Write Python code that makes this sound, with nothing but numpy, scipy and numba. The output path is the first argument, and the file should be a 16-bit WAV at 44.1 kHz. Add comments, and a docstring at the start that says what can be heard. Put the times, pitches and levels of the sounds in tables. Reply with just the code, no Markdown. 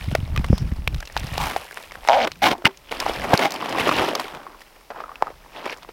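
"""A cardboard box is wrapped in duct tape on desert gravel, a few metres from a mono camera microphone.
Rumbling gusts and thumps on the microphone open it, over air hiss, cracks and grinding grit that run on
throughout; a soft airy hiss swells briefly near 0.6 s. From 1.4 to 3.5 s tape peels off the roll in five
stick-slip rips, clicks ringing the taut tape, roll and box. Around 3.3 to 4.2 s the box and boots grind
hardest, as showers of ringing grains; then the ground quietens, with damped-sine cracks to the end."""
import sys
import numpy as np
from scipy import signal
from scipy.fft import rfft, irfft
from scipy.io import wavfile
from scipy.ndimage import uniform_filter1d
from numba import njit

SR = 44100
rng = np.random.default_rng(int(sys.argv[2]) if len(sys.argv) > 2 else 0)


def materialize(psi):
    """Save the field psi as 16-bit PCM at rate SR to the path in sys.argv[1].

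    A 1-D psi becomes a single channel; in a 2-D psi each row is a channel.
    """
    bounded = np.clip(np.atleast_2d(psi).T, -1, 1)
    quanta = np.round(bounded * 32767).astype(np.int16)
    wavfile.write(sys.argv[1], SR, quanta)


N = 261072  # length in samples


def undb(db):
    """Amplitude factor of a level in dB."""
    return 10 ** (np.asarray(db) / 20)


def unit(x):
    """Scale to an RMS of 1."""
    return x / np.sqrt(np.mean(x ** 2))


def noise(n=N):
    """White noise."""
    return rng.standard_normal(n)


def curves(table):
    """Columns of a table after its time column, interpolated to one value a sample."""
    s, *columns = np.transpose(table)
    return [np.interp(np.arange(N) / SR, s, c) for c in columns]


@njit
def svf(x, hz, width):
    """State-variable band-pass, gain 1 at a centre that may move."""
    y, b, l = np.empty(len(x)), 0., 0.
    for i in range(len(x)):
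        g, k = np.tan(np.pi * hz[i] / SR), width / hz[i]
        v = (b + g * (x[i] - l)) / (1 + g * (g + k))
        b, l, y[i] = 2 * v - b, l + 2 * g * v, k * v
    return y


def band(x, hz, width):
    """Band-pass with a fixed centre and width in Hz."""
    return svf(x, np.full(len(x), 1. * hz), 1. * width)


def high(x, hz):
    """Third-order high-pass."""
    return signal.sosfilt(signal.butter(3, hz, "high", fs=SR, output="sos"), x)


@njit
def rings(n, at, hz, t60, size):
    """Damped sines, each started at its own moment and stopped 60 dB down."""
    y = np.zeros(n)
    for e in range(len(at)):
        turn = np.exp(2j * np.pi * hz[e] / SR - np.log(1000) / (t60[e] * SR))
        z = size[e] + 0j
        for i in range(int(at[e] * SR), min(n, int((at[e] + t60[e]) * SR))):
            y[i] += z.imag
            z *= turn
    return y


def walk(rate):
    """Random levels held 1 / rate s and slewed twice; spread 1."""
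    k = int(SR / rate)
    steps = np.repeat(noise(N // k + 1), k)
    return unit(uniform_filter1d(uniform_filter1d(steps, k), k)[:N])


@njit
def slips(rate, uneven, chance):
    """The glue holds, then lets go: one click a cycle, each cycle with its own length and size."""
    y, phase, k = np.zeros(len(rate)), 1., 0
    for i in range(len(rate)):
        phase += rate[i] * np.exp(2 * uneven[i] ** 2 * chance[k, 0]) / SR
        if phase >= 1:
            phase, k = phase - 1, k + 1
            y[i] = np.exp(uneven[i] * chance[k, 1]) * np.sqrt(SR / rate[i])
    return y


def rips():
    """Slips ring the taut tape, the roll and the box; each slip tears for about a millisecond."""
    # tape pulled off the roll, one row a rip: (glue hiss over the roll at the start [dB],
    # box over the roll at the start [dB], unevenness at the start [0-1], course of the pull:
    # (time [s], taut tape level [dB], roll level [dB], taut tape pitch [Hz], typical slip rate [1/s]))
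    pulls = [ (-8.5, -11, 0.44, [(1.388, -36, -40, 955, 700), (1.404, -24, -31.5, 870, 960),
             (1.45, -30.5, -30.5, 900, 900), (1.47, -30, -31, 780, 740), (1.514, -32, -33.5, 790, 740),
             (1.555, -52, -48, 960, 760)]), (-23, -17, .13, [(2.087, -11.5, -17.5, 720, 119),
             (2.1, -8, -23.5, 727, 141), (2.122, -14, -26.5, 704, 120), (2.135, -13, -23, 705, 242),
             (2.155, -15.5, -29.5, 680, 278), (2.18, -16.5, -29, 642, 290), (2.215, -21, -26, 640, 245),
             (2.25, -22.5, -25.5, 587, 200), (2.27, -38, -62, 570, 180)]),
             (-14.5, -7.5, 0.35, [(2.419, -20.5, -27, 660, 760), (2.435, -17, -18, 615, 727),
             (2.488, -20, -22.5, 830, 670), (2.5, -28, -30, 780, 690), (2.514, -23.5, -21, 815, 640),
             (2.554, -26.5, -46, 820, 410), (2.56, -47, -57, 775, 590)]),
             (-17, -14.5, .5, [(2.654, -5.5, -3.5, 2330, 1480), (2.66, -15.5, -24.5, 2270, 1330),
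             (2.676, -29, -20, 2320, 1400), (2.682, -56, -78, 2400, 1250)]),
             (-15.5, -12, .4, [(3.412, -33, -27, 636, 635), (3.452, -14.5, -18.5, 680, 660),
             (3.482, -30.5, -39, 675, 570)]), ]
    # resonances of the roll: (centre [Hz], width [Hz], drive [dB])
    roll_modes = [(1410, 570, 28), (2140, 260, 21.5), (2980, 540, 18), (3550, 270, 8), (5500, 620, 3)]
    # the box wall hums after a tug: (time [s], level [dB], pitch [Hz], t60 [s])
    hums = [(2.583, -34, 354, .15), (2.675, -24, 387, 0.11)]
    # as a rip goes on the glue hisses very slightly more over the roll and lets go less evenly,
    # and the box takes more of the shaking
    hiss_rise_db, uneven_rise, box_rise_db = 0.5, .12, 10.5
    out = np.zeros(N)
    for hiss_db, box_db, uneven, course in pulls:
        a, b = int(course[0][0] * SR), int(course[-1][0] * SR)
        taut_db, roll_db, hz, rate = (c[a:b] for c in curves(course))
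        done = np.linspace(0, 1, b - a)
        chance = np.clip(rng.standard_normal((2000, 2)), -2, 2)
        clicks = slips(rate, np.clip(uneven + uneven_rise * done, 0, 1), chance)
        tear = signal.lfilter([1], [1, -.97], clicks) * noise(b - a)
        taut = svf(svf(svf(clicks, 0.89 * hz, 115.0), 1.242 * hz, 160.0), hz, 670.0)
        roll = sum(undb(d) * band(clicks + 0.45 * tear, f, w) for f, w, d in roll_modes)
        roll = band(roll, 2300, 1950)
        box = band(band(0.039 * tear + clicks, 207, 215), 310, 350)
        hiss = band(high(tear, 4300), 7300, 16000)
        shaken = undb(hiss_db + hiss_rise_db * done) * unit(hiss)
        shaken += undb(box_db + box_rise_db * done) * unit(box)
        out[a:b] += undb(taut_db) * unit(taut) + undb(roll_db) * (unit(roll) + shaken)
    at, db, hz, t60 = np.transpose(hums)
    return out + rings(N, at, hz, t60, undb(db))


def cracks(count=8):
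    """A ring at the crack's own pitch, a spray of short snaps and ticks, and a thud in the box."""
    # single cracks of tape, card and stones, levels ahead of the high-pass: (time [s], ring level [dB],
    # ring pitch [Hz], ring t60 [s], first snaps over the ring [dB], middle snap pitch [Hz])
    events = [(.041, -33, 720, .03, 2.5, 3230), (.114, -23.5, 660, 0.017, -1.5, 2150),
              (.151, -3, 637, 0.019, -2, 2000), (.362, -25, 1194, 0.06, 8.5, 2700),
              (.376, -18.5, 2470, .024, 3, 2450), (0.392, -29, 895, 0.011, -1, 3000),
              (.444, -27, 1120, 0.033, 12, 1950), (.529, -7, 500, 0.013, -23, 1540),
              (.58, -23.5, 1030, .0075, -1.5, 4350), (.717, -31, 463, 0.0082, 3.5, 1500),
              (.767, -36, 403, 0.0099, 1.5, 1620), (.876, -6, 2390, 0.0094, -5.5, 2930),
              (.945, -31.5, 674, .0078, 8.5, 2930), (.981, -43, 1410, .018, 7, 2920),
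              (1.004, -31.5, 1430, 0.028, 2.5, 4550), (1.027, -25, 1620, 0.018, 2.5, 1730),
              (1.054, -37.5, 2700, .01, 5.5, 4500), (1.074, -32, 2720, .02, 6, 2960),
              (1.123, -38, 1520, .013, 0, 5100), (1.166, -13, 877, 0.023, 3.5, 2050),
              (1.175, -19, 2680, .0073, 1.5, 2880), (1.197, -35, 745, .0085, 6, 5000),
              (1.232, -29, 2000, 0.012, -2, 3000), (1.268, -32, 1500, 0.011, 3.5, 3800),
              (1.379, -9, 786, 0.014, -1.5, 2600), (1.563, -7, 773, 0.016, -7.5, 2100),
              (1.72, -45, 3030, 0.0079, 4, 6170), (1.773, -13, 1600, 0.0037, -23, 2500),
              (1.91, -27, 2190, 0.01, -10, 2190), (1.92, -35, 654, 0.0077, 11, 2240),
              (1.955, -17.5, 1580, 0.0058, -17, 1532), (2.05, -28, 905, 0.032, 1, 1620),
              (2.075, -23.5, 810, 0.055, 10, 2610), (2.274, -20, 570, 0.017, 9, 2080),
              (2.318, -30, 2920, 0.016, 6.5, 3200), (2.357, -36, 2500, .01, -10, 4070),
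              (2.429, -25, 617, .0079, 10, 2090), (2.466, -10, 1030, 0.036, -1, 2110),
              (2.532, -14.5, 764, 0.016, -11, 2416), (2.58, -37, 403, .02, -2, 4000),
              (2.621, -26.5, 646, 0.012, -3, 1520), (2.65, -7, 2070, 0.0055, -5.5, 2140),
              (2.666, -8, 894, 0.031, -1, 1890), (2.773, -40, 3040, .01, 3, 4940),
              (2.917, -20, 424, .03, -0.5, 2840), (3.001, -20.5, 3530, 0.023, 8.5, 3800),
              (3.023, -22, 1100, 0.054, -16, 1630), (3.064, -3.5, 800, 0.01, -26, 3300),
              (3.096, -5.5, 564, 0.0091, -28, 1580), (3.16, -18.5, 396, 0.013, -1, 2280),
              (3.253, -13, 590, 0.014, -14, 1550), (3.323, -4, 510, 0.011, -15, 1680),
              (3.337, -7, 423, 0.0034, 2.5, 2210), (3.34, 0, 437, 0.014, -28, 2620),
              (3.376, -6.5, 4280, 0.0047, -10.5, 4120), (3.392, -9.5, 470, 0.015, 3.5, 1700),
              (3.507, -30, 2020, .01, 4, 5200), (3.521, -32, 2030, .01, 8, 5700),
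              (3.54, -34, 2500, 0.0092, 6, 5570), (3.561, -24.5, 3100, 0.014, 0, 2940),
              (3.626, -12, 1080, 0.014, -27, 1810), (3.659, -16, 725, 0.023, -2, 1970),
              (3.693, -25, 1000, 0.015, -3, 5100), (3.726, -16, 810, 0.02, -2.5, 2250),
              (3.752, -15.5, 1110, 0.027, -15, 1500), (3.785, -12, 794, 0.026, -5, 2360),
              (3.809, -16, 2120, 0.029, -4, 2000), (3.871, -5.5, 580, 0.014, -21, 2290),
              (3.892, -1, 1080, 0.009, -14, 1570), (3.914, -14.5, 1190, .024, 2, 1760),
              (3.924, -14.5, 625, .015, 2.5, 2290), (3.955, -18, 2790, 0.021, -10, 2760),
              (3.994, -12.5, 1220, 0.03, -18, 2550), (4.046, -13, 543, 0.021, -15, 2000),
              (4.087, -15.5, 483, 0.015, 0.5, 2190), (4.133, -12.5, 556, 0.016, -9, 1500),
              (4.152, -15.5, 1180, .023, 3, 4230), (4.197, -10, 1040, 0.0091, -9, 3520),
              (4.243, -25.5, 420, 0.048, -4, 3230), (4.281, -30.5, 1090, 0.033, 4, 2500),
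              (4.349, -28, 535, 0.019, 2.5, 2380), (4.432, -34, 1150, .015, -3, 2500),
              (4.467, -22.5, 1110, .022, -33, 2090), (4.546, -33.5, 1080, 0.022, -13, 1530),
              (4.618, -42.5, 634, 0.012, 1, 5000), (4.904, -24, 910, .015, -20, 1500),
              (4.909, -26, 660, .035, -35, 1680), (4.961, -27, 826, 0.024, -10, 1640),
              (5.004, -16, 1160, .0083, -16, 1500), (5.039, -21, 1270, 0.023, -31, 1500),
              (5.06, -30, 1200, .015, -25, 1500), (5.081, -31, 1080, .02, -21, 1500),
              (5.093, -25.5, 1120, 0.028, -37, 1620), (5.117, -25.5, 1170, 0.021, -31, 1500),
              (5.157, -23, 2600, 0.0085, -7, 1690), (5.224, 2, 880, 0.0091, -33, 1500),
              (5.27, -18, 1240, 0.017, -33, 1550), (5.304, -22, 530, 0.011, -15, 1500),
              (5.658, -15.5, 2410, 0.0037, -19, 5270), (5.663, -9.5, 900, 0.0054, -14, 1710),
              (5.674, -21, 900, 0.01, -12, 2000), (5.697, -16.5, 2420, .0086, -32, 2420),
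              (5.715, -29, 547, 0.0081, -17, 2500), (5.727, -21.5, 463, .02, -6, 2640),
              (5.743, -36, 1500, 0.011, -10, 5400), (5.772, -40, 1100, .01, -1.5, 5530),
              (5.782, -33, 1110, 0.012, -11, 4820), (5.831, -35.5, 1300, 0.011, 4, 2720),
              (5.848, -28, 1080, .01, -18, 1500), (5.89, -32.5, 740, 0.022, -3, 1540)]
    spray_s, thud_db = .0045, -37.5  # longest delay of a snap; thud over the ring
    tick_db, tick_db_per_octave = -22.5, 12.5  # ticks over 2 kHz snaps; higher snaps tick louder
    at, db, hz, t60, snap_db, snap_hz = np.transpose(events)
    tick_over_ring_db = snap_db + tick_db + tick_db_per_octave * np.log2(snap_hz / 2000)
    same = np.ones(len(at))
    sharp = rings(N, at, hz, np.clip(t60, .002, .2), undb(db))
    u = rng.random((len(at), count, 4)).T
    for k in range(count):
        late = u[0, k] ** 2  # later snaps are weaker
        pitch = snap_hz * 2.1 ** (u[1, k] - .5)
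        sharp += rings(N, at + spray_s * late, pitch, 0.0018 * same, undb(db + snap_db - 1.57 * late))
        tick_at = at + 0.69 * spray_s * u[2, k] ** 2
        tick_hz = 5500 * 3.11 ** u[3, k]
        sharp += rings(N, tick_at, tick_hz, 0.0024 * same, undb(db + tick_over_ring_db))
    thuds = rings(N, at, 170 * same, 0.03 * same, undb(db + thud_db))
    return high(sharp, 414) + high(thuds, 56)


def moves():
    """Levels of box walls, scrape, pebbles and grit, and where the scrape rings."""
    # box, hands and boots on gravel, one row a movement: (box walls over the scrape [dB],
    # grit over the usual pebbles [dB], scrape pitch [Hz],
    # course: (time [s], scrape level [dB], pebble level [dB]))
    movements = [ (-15, -10.5, 900, [(0.0, -44.5, -39.5), (0.136, -47.5, -44.5), (0.296, -47.5, -50.5),
                 (0.424, -46, -47), (0.696, -49.5, -49.5), (0.868, -53, -55), (0.99, -50.5, -45.5)]),
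                 (-24, -12, 880, [(1.0, -54.5, -53.5), (1.204, -45, -42.5), (1.38, -38, -36)]),
                 (-15, -7.5, 950, [(1.575, -37.5, -41), (1.753, -51.5, -47), (1.769, -36.5, -40),
                 (1.887, -52, -49), (1.921, -45, -60), (1.931, -66, -49), (1.951, -44, -50),
                 (2.005, -50, -53), (2.07, -41, -41)]), (-3.5, -17, 1050, [(2.28, -31, -43),
                 (2.298, -49, -50), (2.402, -88, -59), (2.415, -70, -46)]),
                 (-4, -52, 820, [(2.565, -40, -69), (2.639, -60, -77), (2.645, -26.5, -66)]),
                 (-6, -21, 1130, [(2.69, -39.5, -51), (2.76, -68, -59), (2.81, -75, -63), (2.894, -47, -43),
                 (2.9, -57, -69)]), (-6.5, -13.5, 785, [(2.905, -55.5, -52), (2.915, -31, -31.5),
                 (2.987, -38.5, -38), (3.009, -28, -33.5), (3.055, -35, -34), (3.061, -25.5, -31.5),
                 (3.199, -34, -36), (3.249, -26, -33), (3.273, -32.5, -38.5), (3.347, -12, -23.5),
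                 (3.359, -31.5, -29.5), (3.41, -22, -31)]), (-4, -15, 754, [(3.49, -35.5, -38.5),
                 (3.766, -27.5, -34.5), (3.796, -24, -22), (3.83, -28, -29), (3.894, -18, -24),
                 (3.904, -32, -32), (3.916, -21, -29), (3.946, -28.5, -29.5), (3.996, -18, -20.5),
                 (4.004, -21.5, -27.5), (4.074, -25, -28.5), (4.142, -33.5, -41), (4.152, -28.5, -39),
                 (4.186, -34, -38), (4.2, -31.5, -33.5)]), (-9, -11.5, 1040, [(4.21, -33, -39),
                 (4.234, -37.5, -39), (4.476, -42, -61), (4.556, -48, -63), (4.62, -51, -46.5),
                 (4.634, -66, -58), (4.768, -53, -57.5), (4.88, -69, -68)]),
                 (-12.5, -33, 1100, [(4.9, -74, -84)] + [(4.904, -26, -54), (4.91, -27.5, -44),
                 (4.932, -44.5, -80), (5.008, -33.5, -45.5), (5.032, -42, -69), (5.038, -37.5, -62),
                 (5.076, -48, -76), (5.092, -43, -71), (5.15, -49.5, -73)] + [(5.2, -49, -68)]),
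                 (-14, -24, 990, [(5.222, -37.5, -73)] + [(5.23, -25, -44), (5.234, -33, -61),
                 (5.252, -41, -50), (5.274, -35, -59), (5.378, -59.5, -60), (5.5, -49.5, -59)]),
                 (-11, -19.5, 740, [(5.51, -54, -55), (5.558, -36.5, -40.5), (5.614, -40.5, -46),
                 (5.66, -29, -37.5), (5.738, -43.5, -36.5), (5.756, -47.5, -60), (5.838, -54, -51),
                 (5.848, -48, -55), (5.876, -67, -66), (5.892, -37.5, -49), (5.92, -67, -56)]), ]
    # grit swells by this share of the pebbles' swell about their usual level
    grit_follows, usual_db = 0.95, -38
    rows = []
    for box_db, grit_db, hz, course in movements:
        for s, scrape_db, pebbles_db in course:
            grit = usual_db + grit_db + grit_follows * (pebbles_db - usual_db)
            rows.append((s, scrape_db + box_db, scrape_db, pebbles_db, grit, hz))
    return curves(rows)


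def grind(scatter_db=3.5, top_db=16, clump_db=1.0, rub_db=-12, light_db=-62, heavy_db=-30):
    """Each grain knocks the box, scrapes, rings a pebble and spits grit, in clumps, over a steady rub."""
    grains_per_s = 2500  # grains available; a light touch leaves many of them still
    count = int(grains_per_s * N / SR)
    u, g = rng.random((count, 3)).T, rng.standard_normal((count, 8)).T
    at, clump = u[0] * N / SR, undb(clump_db * walk(70))
    sample = (at * SR).astype(int)
    *levels, scrape_hz = moves()
    # a light touch moves few grains, so each stands out
    share = np.clip((levels[1][sample] - light_db) / (heavy_db - light_db), .12, 1)
    size = undb(np.minimum(-scatter_db * np.log(1 - u[1]), top_db))
    size = size * (u[2] < share) / np.sqrt(share)
    # box, scrape, pebbles, grit: (centre [Hz], log pitch spread, cycles rung [count], size scatter [dB]);
    # scrape grains take their centre from the movement
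    layers = [(339.6, 0.19, 9, 0.91), (1015, 0.46, 5.7, 3.6), (2555, 0.42, 20.0, 3.4), (10600, 1.0, 1.0, 5.0)]
    out = 0
    for k, ((hz, spread, cycles, own_db), db) in enumerate(zip(layers, levels)):
        centre = scrape_hz[sample] if k == 1 else hz
        f = np.clip(centre * np.exp(spread * g[k]), 150, 16000)
        grains = unit(rings(N, at, f, cycles / f, size * undb(own_db * g[4 + k])))
        rub = undb(rub_db) * unit(band(noise(), hz, hz))
        layer = clump * band(high(grains + rub, 0.28 * hz), hz, 1.3 * hz)
        out = out + undb(db) * unit(layer)
    return out


def thumps():
    """Each a few slow swings, softened by broad band-passes, with a shorter, higher knock on top."""
    # low thumps of air on the microphone and of the box on the ground, levels ahead of the band-passes:
    # (time [s], level [dB], pitch [Hz], knock over the thump [dB])
    events = [(0.078, -9.5, 85, -6), (0.121, -12, 128, -0.5), (0.184, -13.5, 75.4, -6.5),
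              (0.204, -15, 80.7, -13), (0.229, -11.5, 112, -21), (0.279, -29, 64.6, -10),
              (0.323, -13, 56.5, -11), (0.378, -7.5, 91.5, -12), (0.393, -8, 65.4, -4.5),
              (0.439, -19, 57, -6), (0.499, -1, 95, -2), (0.526, -2, 56.5, -0.5), (0.618, -10, 115, -13),
              (0.639, -16, 56.5, -12), (0.67, -27, 102, -13), (0.718, -7, 60, -7.5),
              (0.786, -11.5, 56.5, -12), (0.809, -30, 94.2, -12), (0.874, -12.5, 66, -10.5),
              (0.946, -16.5, 121, -7), (0.959, -14, 101, -19), (1.159, -18.5, 56.5, -12),
              (1.208, -25, 88, -3), (1.239, -16, 130, -3.5), (1.269, -25, 56.5, -6), (1.318, -16, 111, -10),
              (1.359, -24, 67.3, -7), (2.65, -17.5, 114.6, 7), (3.334, -8.5, 118, 3),
              (3.807, -23.5, 108, -9), (3.994, -25, 109, -4)]
    thump_cycles, knock_hz, knock_t60_s = 4.5, 194, 0.029
    at, db, hz, knock_db = np.transpose(events)
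    pitch = knock_hz * 1.18 ** (rng.random(len(at)) - .5)
    knocks = rings(N, at + 0.00359, pitch, np.full(len(at), knock_t60_s), undb(db + knock_db))
    swings = rings(N, at, hz, thump_cycles / hz, undb(db))
    return band(band(swings, 132, 250), 107, 540) + band(knocks, knock_hz, 350)


def wind():
    """Eddies over the microphone: a deep rumble and a faster flutter, both throbbing, over a faint drone."""
    # gusts, levels ahead of the throb: (time [s], rumble level [dB], flutter level [dB], drone level [dB])
    gusts = [(0, -31, -38, -50), (.05, -29.5, -46, -55), (.4, -33, -36, -27), (.6, -25.5, -31.5, -43),
             (.82, -32, -39.5, -32), (.98, -37, -50, -36), (1.09, -60, -71, -51), (1.17, -28, -46, -41),
             (1.34, -34, -36.5, -37), (1.6, -51, -64, -57), (1.7, -66, -62, -56), (2.02, -48, -61, -49),
             (2.34, -56, -51, -58), (2.52, -47, -51, -46), (2.69, -75, -71, -61), (2.94, -54, -65, -48),
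             (3.1, -36, -50, -37), (3.23, -49, -43.5, -58), (3.52, -63, -51.5, -68),
             (3.97, -47, -40.5, -63), (4.3, -62, -57, -60), (4.6, -78, -78, -62), (5.0, -76, -73, -60),
             (5.35, -75, -66, -52), (5.55, -74, -63, -64), (5.92, -72, -61, -59)]
    throb_db, drone_throb_db = 4, 3  # spread of the random level swings
    rumble_db, flutter_db, drone_db = curves(gusts)
    throb = throb_db * walk(23)
    rumble = band(band(noise(), 61.0, 48), 40, 45)
    flutter = band(band(noise(), 127, 82), 153, 90)
    drone = band(band(noise(), 29.4, 30), 30, 24)
    out = undb(rumble_db + throb) * unit(rumble)
    out += undb(flutter_db + throb + 0.4 * walk(30.43)) * unit(flutter)
    return out + undb(drone_db + drone_throb_db * walk(2.5)) * unit(drone)


def swell():
    """A soft airy hiss: a band of noise that rises and falls once."""
    # course of the hiss: (time [s], level [dB])
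    course = [(.47, -65), (.53, -52.5), (.6, -51), (.67, -80)]
    centre_hz, width_hz = 5340, 1500
    level_db = curves([(0, -120)] + course + [(1, -120)])[0]
    hiss = band(band(noise(), centre_hz, width_hz), centre_hz, width_hz)
    return undb(level_db) * unit(hiss)


def air():
    """Steady hiss of open air and microphone: noise shaped across its spectrum."""
    # shape of the hiss: (frequency [Hz], relative level [dB])
    spectrum = [(88, -43), (150, -3), (578, -1.5), (941, -1.5), (1450, -8), (2020, -5.5), (7180, -18),
                (15100, -16.5), (16000, -17)]
    level_db = -53.5  # RMS of the whole hiss
    f = np.arange(N // 2 + 1) * SR / N + 1  # 1 Hz up, so that the logarithm exists at zero
    hz, db = np.transpose(spectrum)
    shape = undb(np.interp(np.log(f), np.log(hz), db))
    return undb(level_db) * unit(irfft(rfft(noise()) * shape, N))


def scene():
    """All sources summed to mono, the same on both channels."""
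    mono = rips() + cracks() + grind() + thumps() + wind() + swell() + air()
    return np.array([mono, mono])


def record(dry):
    """The microphone port lifts a band near 5 kHz; the loudest peaks clip; the top is cut."""
    top_hz = 15900
    heard = np.array([x + undb(-2.5) * band(x, 5250, 1100) for x in dry])
    low_pass = signal.ellip(8, .2, 70, top_hz, fs=SR, output="sos")
    return signal.sosfilt(low_pass, np.clip(heard, -1, 1))


dry = scene()
out = record(dry)
materialize(out)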